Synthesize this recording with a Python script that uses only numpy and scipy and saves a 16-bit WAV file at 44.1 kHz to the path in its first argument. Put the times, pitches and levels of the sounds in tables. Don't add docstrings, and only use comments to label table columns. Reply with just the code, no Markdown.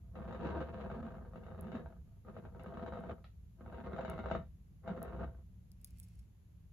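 import sys
import numpy as np
from scipy import signal
from scipy.fft import rfft, irfft
from scipy.io import wavfile
from scipy.ndimage import uniform_filter1d

SR = 44100
rng = np.random.default_rng(int(sys.argv[2]) if len(sys.argv) > 2 else 0)


def put_to_file(sound):
    columns = np.atleast_2d(sound).T
    safe = np.clip(columns, -1, 1)
    whole_steps = np.round(safe * 32767)
    wavfile.write(sys.argv[1], SR, whole_steps.astype(np.int16))


N = 296596
TIME = np.arange(N) / SR
PULSE_N = 32768
PULSE_TIME = np.arange(PULSE_N) / SR
FREQ = np.fft.rfftfreq(PULSE_N, 1 / SR)


def grinding(knock, grit, thud, knock_db=-51, grit_db=-71.5, thud_db=-49):
    push = hand_push()
    sliding = push * sticking()
    knock_gain = undb(knock_db) * sliding
    grit_gain = undb(grit_db + 2 * walk(rate_hz=25)) * sliding ** 1.25
    thud_gain = undb(thud_db) * push ** 0.76
    drive = slips(rate_hz=600, scatter_db=21, patchy_db=2, patch_hz=60)
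    layers = (knock_gain, knock), (grit_gain, grit), (thud_gain, thud)
    scrape = sum(gain * steady(ring(drive, pulse)) for gain, pulse in layers)
    return scrape + sliding * grip_resonances(drive)


# t/s, level/dB
TURN_CURVES = [
    [(0.13, -83), (0.164, -47.5), (0.4, -49), (0.468, -38), (0.48, -43.5), (0.624, -41.5), (0.654, -49.5),
     (0.898, -46.5), (1.12, -53.5), (1.3, -61)],
    [(1.3, -65), (1.342, -57.5), (1.402, -56.5), (1.7, -53), (1.748, -46.5), (1.9, -63), (2.02, -77)],
    [(2.52, -66), (2.558, -57.5), (2.88, -47), (2.912, -56), (2.922, -49), (3.082, -54), (3.1, -41),
     (3.155, -64.5), (3.2, -80)],
    [(3.56, -89), (3.595, -59.5), (3.87, -48), (3.992, -47.5), (4.022, -53), (4.058, -45.5), (4.228, -51),
     (4.256, -44.5), (4.36, -44.5), (4.41, -59.5), (4.48, -77)],
    [(4.81, -101), (4.834, -64.5), (4.884, -46), (4.94, -50), (5.184, -50), (5.236, -42), (5.266, -57.5),
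     (5.426, -73), (5.44, -98)],
]
# t/s, level/dB
NUDGE_PEAKS = [(2.285, -54), (2.374, -52.5), (2.461, -54.5), (3.185, -71)]
# t/s, level/dB
CREEP_PEAKS = [(0.1, -74), (2.13, -76.5), (3.22, -78.5), (4.47, -86)]

def hand_push(usual_db=-50):
    gain = sum(undb(np.interp(TIME, *np.transpose(turn), left=-np.inf, right=-np.inf))
               for turn in TURN_CURVES)
    for peaks, rise_s, fall_s in ((NUDGE_PEAKS, 0.027, 0.036), (CREEP_PEAKS, 0.085, 0.085)):
        for at_s, db in peaks:
            width_s = np.where(TIME < at_s, rise_s, fall_s)
            gain = gain + undb(db) * np.exp(-((TIME - at_s) / width_s) ** 2)
    return uniform_filter1d(gain, size=256) / undb(usual_db) + 1e-9


# t/s, level/dB
STALL_DIPS = [(0.212, -7.5), (0.265, -7), (0.338, -2), (0.388, -3), (0.725, -5), (0.885, -4), (1.017, -7.5),
              (1.406, -4), (1.452, -5), (1.573, -5), (2.852, -3), (3.635, -7), (3.83, -10), (4.25, -8),
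              (4.999, -4.5), (5.183, -3.5)]

def sticking(depth=0.5, stick_s=0.0047, smooth_s=0.0054, stall_s=0.01):
    jolt_s = np.transpose(JOLT_HITS)[0]
    upcoming = np.minimum(np.searchsorted(jolt_s, TIME), len(jolt_s) - 1)
    wait_s = jolt_s[upcoming] - TIME
    caught = 1 - depth * np.exp(-(wait_s / stick_s) ** 2)
    stall_db = sum(db * np.exp(-((TIME - at_s) / stall_s) ** 2) for at_s, db in STALL_DIPS)
    return undb(stall_db) * uniform_filter1d(caught, int(smooth_s * SR))


# start/s, end/s, f/Hz, width/Hz, level/dB, L-R/dB
GRIP_MODES = [(0.1, 1.95, 225, 75, -64, 4.5), (0.043, 0.96, 940, 9.7, -64, 0.5),
              (0.88, 1.08, 3780, 330, -81, -1.5), (0.2, 3, 4330, 150, -92, -1.5),
              (2.53, 3.3, 2960, 270, -83, 7), (2.5, 3.25, 495, 27, -61, 4),
              (3.73, 5.05, 2080, 160, -75, -4), (3.75, 4.5, 3850, 300, -81, -3.5),
              (4.72, 5.33, 662, 28, -57.5, 2), (4.76, 5.25, 514, 15, -56.5, 4),
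              (2.6, 3.25, 668, 11.5, -60, 1), (3.7, 5.4, 1400, 35, -64.5, -3),
              (0.18, 2.3, 1720, 70, -74, 1), (0.33, 0.78, 1565, 30, -70.5, 3)]

def grip_resonances(drive, fade_s=0.14, waver_db=1.5):
    out = np.zeros((2, N))
    for start_s, end_s, hz, width_hz, db, pan_db in GRIP_MODES:
        q = hz / width_hz
        band = signal.lfilter(*signal.iirpeak(hz, q / 2, fs=SR), drive)
        tone = unit(signal.lfilter(*signal.iirpeak(hz, q, fs=SR), band))
        gate = np.clip(np.minimum(TIME - start_s, end_s - TIME) / fade_s, 0, 1)
        out += panned(db, pan_db) * tone * gate * undb(waver_db * walk(rate_hz=14))
    return out


# t/s, level/dB, grit re level/dB
JOLT_HITS = [(0.155, -43, -11), (0.241, -50.5, -8), (0.275, -58, -22), (0.309, -36.5, -17),
             (0.326, -38, -9.5), (0.347, -36.5, -14), (0.401, -40.5, -14), (0.446, -37, -12),
             (0.47, -42, -6), (0.502, -39.5, -7.5), (0.604, -36.5, -10), (0.613, -42, -15),
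             (0.764, -46, -16), (0.803, -39.5, -16), (0.901, -35.5, -18), (1.028, -41, -15),
             (1.076, -44.5, -22), (1.105, -45, -31), (1.141, -49, -32), (1.183, -47, -30),
             (1.209, -61, -19), (1.25, -47.5, -24), (1.335, -44.5, -25), (1.358, -42.5, -12.5),
             (1.435, -53, -4), (1.465, -45.5, -11), (1.484, -44.5, -27), (1.503, -53, -8),
             (1.514, -48, -22), (1.547, -45, -18), (1.578, -48, -11), (1.622, -48, -19), (1.642, -47, -10),
             (1.669, -43.5, -10.5), (1.718, -41, -8), (1.752, -38.5, -7.5), (1.86, -41, -21),
             (1.925, -50, -27), (2.285, -42.5, -28), (2.366, -40, -20), (2.452, -41, -21),
             (2.548, -47.5, -26), (2.595, -46, -6), (2.642, -43.5, -21), (2.661, -38, -16),
             (2.723, -45, -25), (2.772, -36.5, -17), (2.795, -38, -22), (2.827, -41.5, -16),
             (2.863, -35, -12.5), (2.877, -42, -13), (2.923, -37, -20), (2.936, -36, -14),
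             (2.956, -40, -20), (2.972, -38.5, -14.5), (3.008, -42, -24), (3.038, -38, -22),
             (3.095, -35.5, -23), (3.109, -42.5, -28), (3.181, -54.5, -27), (3.662, -41.5, -26),
             (3.725, -42, -15.5), (3.744, -46, -9), (3.783, -41, -27), (3.802, -45.5, -11),
             (3.921, -41, -17), (3.963, -36, -13.5), (3.983, -36, -12.5), (3.989, -31.5, -28),
             (4.009, -35.5, -11.5), (4.049, -31.5, -11.5), (4.08, -38, -12.5), (4.097, -36, -8.5),
             (4.114, -35.5, -24), (4.132, -38.5, -13.5), (4.179, -36.5, -13.5), (4.19, -35, -13),
             (4.24, -36, -20), (4.2587, -29, -20.5), (4.285, -43, -6), (4.301, -34.5, -16),
             (4.313, -24, -14.5), (4.3505, -26, -18.5), (4.877, -34.5, -12.5), (4.893, -36.5, -33),
             (4.947, -56, -17), (4.964, -48, -8), (5.018, -38, -16.5), (5.049, -41.5, -14),
             (5.079, -41.5, -14), (5.129, -48, -22), (5.163, -43.5, -16), (5.213, -38.5, -26),
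             (5.231, -42.5, -17), (5.237, -38.5, -19)]

def jolts(jump, grit, thud, rebound_s=0.001447, rebound_gain=0.71):
    at_s, level_db, grit_db = np.transpose(JOLT_HITS)
    again_s = at_s + rebound_s * np.exp(0.1 * rng.standard_normal(len(at_s)))
    crushed = ring(grit, crunch(decay_s=0.002, spray=0.26))
    out = 0
    for pulse, trim_db in ((jump, -2), (crushed, grit_db - 2), (thud, -15)):
        sizes = undb(level_db + trim_db)
        landings = impulses(at_s, sizes) + impulses(again_s, rebound_gain * sizes)
        out = out + ring(landings, unit_peak(pulse))
    return out


# t/s, length/s, f/Hz, level/dB
JUDDER_BURSTS = [(0.425, 0.057, 320, -41), (0.533, 0.096, 340, -42), (0.956, 0.055, 219.5, -40),
                 (1.022, 0.056, 225, -41), (1.56, 0.095, 76.8, -43.5), (1.63, 0.068, 216, -41),
                 (1.722, 0.069, 231.3, -40.5), (1.814, 0.1, 71.5, -42.5), (3.978, 0.023, 661, -40.5),
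                 (3.982, 0.034, 489, -38), (4.379, 0.039, 191.5, -40), (4.894, 0.032, 185.2, -34.5),
                 (5.131, 0.13, 65.1, -40.5), (5.237, 0.09, 67.6, -40.5)]

def judders(trim_db=-1, waver=0.0879, overtone_db=-16):
    out = np.zeros(N)
    clock_s = np.cumsum(1 + waver * walk(rate_hz=120)) / SR
    for at_s, length_s, hz, db in JUDDER_BURSTS:
        now = (TIME > at_s) & (TIME < at_s + length_s)
        phase = 2 * np.pi * hz * clock_s[now]
        swell = np.sin(np.pi * (TIME[now] - at_s) / length_s)
        out[now] += undb(db + trim_db) * swell * (np.sin(phase) + undb(overtone_db) * np.sin(2 * phase))
    return ring(out, room(mid_db=-18, side_db=-7.5))


# f/Hz, width/Hz, level/dB, L-R/dB
WOOD_MODES = [(176.5, 62, 11, -0.5), (338, 27.6, 9, 5), (370, 30, 6, -9.5), (443, 13, 8.5, -4.5),
              (485, 26.4, 10.5, 9), (516.3, 15, 9, -3), (585, 7.9, 3.5, -2.5), (659.9, 19.2, 15, 5),
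              (774.5, 30, 1.5, 14), (816.5, 38, 3, 2), (928, 24, 12.5, 2), (1064, 22, -0.5, 9),
              (1100, 35, 1.5, -12), (1162, 55, 7.5, -5), (1239, 47, 8.5, 0), (1312, 55, 4.5, 0),
              (1395, 100, -4.5, -4), (1548, 44, 9.5, 2.5), (1802, 38, 7, 1.5), (2127, 52, 0, 5),
              (2496, 70, 0.5, -0.5), (2640, 110, 0, -1), (2910, 72, -5.5, 1), (3760, 200, 2, -7.5),
              (4350, 79, -3.5, -1.5), (6900, 150, -3.5, -1.5)]

def table_top(spectrum, space):
    body = np.ones((2, len(FREQ)), complex)
    warped = np.tan(np.pi * FREQ / SR)
    for hz, width_hz, db, pan_db in WOOD_MODES:
        ratio = warped / np.tan(np.pi * hz / SR)
        loss = 1j * ratio * width_hz / hz
        body += panned(db, pan_db) * loss / (1 - ratio ** 2 + loss)
    return ring(irfft(body * rfft(response(spectrum))), space)


# f/Hz, level/dB
KNOCK_SPECTRUM = [(120, -18.5), (220, -14.5), (290, -2.5), (400, 2), (700, -2), (1030, -11), (1450, -11.5),
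                  (1750, -20), (2300, -29.5), (3200, -50), (6000, -63.5), (14000, -74.5)]
JUMP_SPECTRUM = [(120, -25.5), (220, -5), (400, -3.5), (700, 2), (1030, -7), (1450, -5), (1750, -17),
                 (2200, -16.5), (2700, -28.5), (3600, -32), (6000, -57.5), (14000, -73)]
GRIT_SPECTRUM = [(900, -35.5), (1700, 5.5), (2400, 5.5), (3400, 0), (4100, -8), (4700, -9.5), (5100, -17.5),
                 (7000, -16.5), (9000, -56), (16000, -76.5)]
THUD_SPECTRUM = [(35, -34.5), (65, 15), (95, 4), (130, -5.5), (190, 2), (245, 3.5), (310, -21), (500, -60),
                 (4000, -105)]

def base_contacts():
    return (table_top(KNOCK_SPECTRUM, room(mid_db=-3.5, side_db=-4.5)),
            table_top(JUMP_SPECTRUM, room(mid_db=-6, side_db=-7)),
            table_top(GRIT_SPECTRUM, room(mid_db=-5, side_db=2.5)),
            table_top(THUD_SPECTRUM, room(mid_db=-9.5, side_db=-2.5)))


# f/Hz, level/dB
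TOUCH_SPECTRUM = [(290, -50), (500, -10), (744, 2.5), (1060, -24), (1290, -1), (1700, -16), (1840, -5),
                  (2100, -12), (3500, -14), (4120, -14), (4600, -19), (7000, -42), (9100, -70),
                  (15400, -120)]
# f/Hz, level/dB, t60/s
GLASS_MODES = [(1304, -5, 0.081), (1860, -18, 0.14), (2280, -21, 0.15), (2600, -21, 0.14),
               (3900, -12, 0.047)]

def finger_tap(at_s=3.243, touch_db=-52.5, clink_db=-56):
    glass = sum(undb(db) * np.sin(2 * np.pi * hz * PULSE_TIME) * decay(t60_s)
                for hz, db, t60_s in GLASS_MODES)
    touch = ring(response(TOUCH_SPECTRUM), room(mid_db=2.5, side_db=3))
    clink = ring(glass, room(mid_db=-11, side_db=-10))
    pulse = undb(touch_db) * unit_peak(touch) + undb(clink_db) * unit_peak(clink)
    return ring(impulses(np.array([at_s]), np.ones(1)), pulse)


# t/s, level/dB, L-R/dB, crackle decay/s, low shelf/dB
TICK_HITS = [(1.61, -42.5, -1, 0.0006, -8), (2.636, -56.5, -2, 0.00084, -2), (3.005, -64, 0, .0007, 0),
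             (4.099, -43, 1, 0.0014, 0), (5.0295, -35.5, -1, 0.00065, -6), (5.7173, -52, 6, 0.001, 3.5),
             (5.8134, -59, 1, 0.0033, -2), (5.8456, -35, 3, 0.0014, 0), (5.85, -49, -4, .001, 0),
             (5.873, -60, -8, .005, 5), (5.907, -56, -1, 0.0018, 0), (5.973, -61, -5, .001, 7),
             (5.9856, -59, -15, .002, 2), (5.994, -55, -3, .002, -8), (6.0, -41, -2.5, 0.00096, 1.5),
             (6.03, -56, 0, 0.012, 5), (6.086, -57.5, -4, 0.00093, -3), (6.155, -64, -3, .003, 3),
             (6.1926, -62.5, -3, 0.0046, 9)]
# f/Hz, level/dB
TICK_SPECTRUM = [(1500, -30), (3000, -22), (4400, -10), (5350, -5.5), (6300, -14), (7000, -9), (7650, -9),
                 (8150, -3), (9000, 5), (10200, -4.5), (11200, 2.5), (12400, -2), (13400, -19), (14500, -5),
                 (16500, -18.5)]

def ticks(trim_db=1, shelf_hz=8000, left_lag_s=0.000227, pad=20):
    hits = np.zeros((2, N))
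    low_pass = signal.butter(4, shelf_hz, fs=SR, output="sos")
    for at_s, db, pan_db, decay_s, shelf_db in TICK_HITS:
        burst = np.pad(crunch(decay_s, spray=0.22)[0], (pad, 0))
        burst += (undb(shelf_db) - 1) * signal.sosfiltfilt(low_pass, burst, padtype=None)
        for ear, side in zip(hits, (1, -1)):
            start = round((at_s + side * left_lag_s / 2) * SR) - pad
            ear[start:start + len(burst)] += side * undb(db + trim_db + side * pan_db / 2) * burst
    snap = unit_peak(response(TICK_SPECTRUM))
    return ring(hits, ring(snap, room(mid_db=-14.5, side_db=-24)))


# f/Hz, level/dB
CLOTH_SPECTRUM = [(900, -25), (1700, -8.5), (2400, -1), (3500, -9.5), (5500, -7.5), (8000, -11.5),
                  (11000, -11), (16000, -23)]

def sleeve(at_s=5.7, attack_s=0.16, hold_s=0.34, release_s=0.1, level_db=-79.5):
    corners_s = at_s + np.cumsum([0, attack_s, hold_s, release_s])
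    fibres = slips(rate_hz=2200, scatter_db=27, patchy_db=2.5, patch_hz=87)
    rub = ring(fibres, response(CLOTH_SPECTRUM))
    cloth = unit(ring(rub, room(mid_db=-3, side_db=-1)))
    return cloth * undb(level_db) * np.interp(TIME, corners_s, [0, 1, 1, 0]) ** 2


# f/Hz, t60/s
ROOM_DECAY = [(150, 0.21), (530, 0.22), (1400, 0.16), (3700, 0.27), (12000, 0.084)]

def room(mid_db, side_db, wide_hz=450, build_s=0.00081):
    noise = rfft(rng.standard_normal((2, PULSE_N)))
    noise[1] *= FREQ / np.hypot(FREQ, wide_hz)
    centres_hz = 62.5 * 2 ** np.arange(9)
    tail = 0
    for hz, share in zip(centres_hz, np.eye(len(centres_hz))):
        band = irfft(noise * along(np.c_[centres_hz, share], FREQ))
        fade = decay(along(ROOM_DECAY, hz)) * (1 - np.exp(-PULSE_TIME / build_s))
        tail = tail + band * fade / np.linalg.norm(fade)
    mid, side = tail
    return (PULSE_TIME == 0) + undb(mid_db) * mid + undb(side_db) * np.array([side, -side])


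# f/Hz, level/dB
RUMBLE_SPECTRUM = [(20, -37), (36, -5), (53, 8.5), (72, 4), (105, 2), (140, -6), (180, -1.5), (240, -20.5),
                   (320, -26.5), (480, -37.5), (1000, -74)]
HISS_SPECTRUM = [(300, 15.5), (700, 6.5), (1500, 0.5), (3000, -1.5), (5500, -7), (6900, -2), (8800, -18.5),
                 (9800, -3.5), (11200, -2.5), (12500, -1), (13600, -13), (16000, -22)]

def background(rumble_db=-55, side_db=-15, waver_db=1.5, hiss_db=-77):
    mid, side = unit(ring(rng.standard_normal((2, N)), response(RUMBLE_SPECTRUM)))
    rumble = mid + undb(side_db) * np.array([side, -side])
    rumble *= undb(rumble_db - waver_db * walk(rate_hz=6.8))
    hiss = unit(ring(rng.standard_normal((2, N)), response(HISS_SPECTRUM)))
    return rumble + undb(hiss_db) * hiss


def slips(rate_hz, scatter_db, patchy_db, patch_hz):
    when, strength, polarity = rng.random((int(rate_hz * N / SR), 3)).T
    sizes = undb(scatter_db * strength) * np.sign(polarity - 0.5)
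    return impulses(when * N / SR, sizes) * undb(patchy_db * walk(patch_hz))


def crunch(decay_s, spray):
    t = np.arange(2048) / SR
    return (t == 0) + spray * rng.standard_normal((2, len(t))) * np.exp(-t / decay_s)


def impulses(times_s, sizes):
    return np.bincount(np.clip(np.round(times_s * SR).astype(int), 0, N - 1), sizes, N)


def walk(rate_hz):
    hold = int(SR / rate_hz)
    steps = np.repeat(rng.standard_normal(N // hold + 1), hold)
    return unit(uniform_filter1d(steps, hold)[:N])


def response(spectrum):
    cepstrum = irfft(np.log(undb(along(spectrum, FREQ))))
    cepstrum[1:PULSE_N // 2] *= 2
    cepstrum[PULSE_N // 2 + 1:] = 0
    return irfft(np.exp(rfft(cepstrum)))


def ring(x, pulse):
    x = np.atleast_2d(x)
    return signal.fftconvolve(x, np.atleast_2d(pulse), axes=1)[:, :x.shape[1]]


def along(points, hz):
    f, value = np.transpose(points)
    return np.interp(np.log(np.maximum(hz, 1)), np.log(f), value)


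def decay(t60_s):
    return np.exp(-np.log(1000) * PULSE_TIME / t60_s)


def steady(x, window_s=0.075):
    return x / np.sqrt(uniform_filter1d(np.mean(x ** 2, axis=0), int(window_s * SR)) + 1e-12)


def unit(x):
    return x / np.sqrt(np.mean(x ** 2))


def unit_peak(x):
    return x / np.abs(x).max()


def panned(db, pan_db):
    return undb(db + np.array([[pan_db], [-pan_db]]) / 2)


def undb(db):
    return 10 ** (np.asarray(db) / 20)


def scene():
    knock, jump, grit, thud = base_contacts()
    jar = grinding(knock, grit, thud) + jolts(jump, grit, thud) + judders() + finger_tap()
    return jar + ticks() + sleeve() + background()


def record(dry, top_hz=16500):
    return signal.sosfilt(signal.ellip(8, 0.2, 70, top_hz, fs=SR, output="sos"), dry)


dry = scene()
out = record(dry)
put_to_file(out)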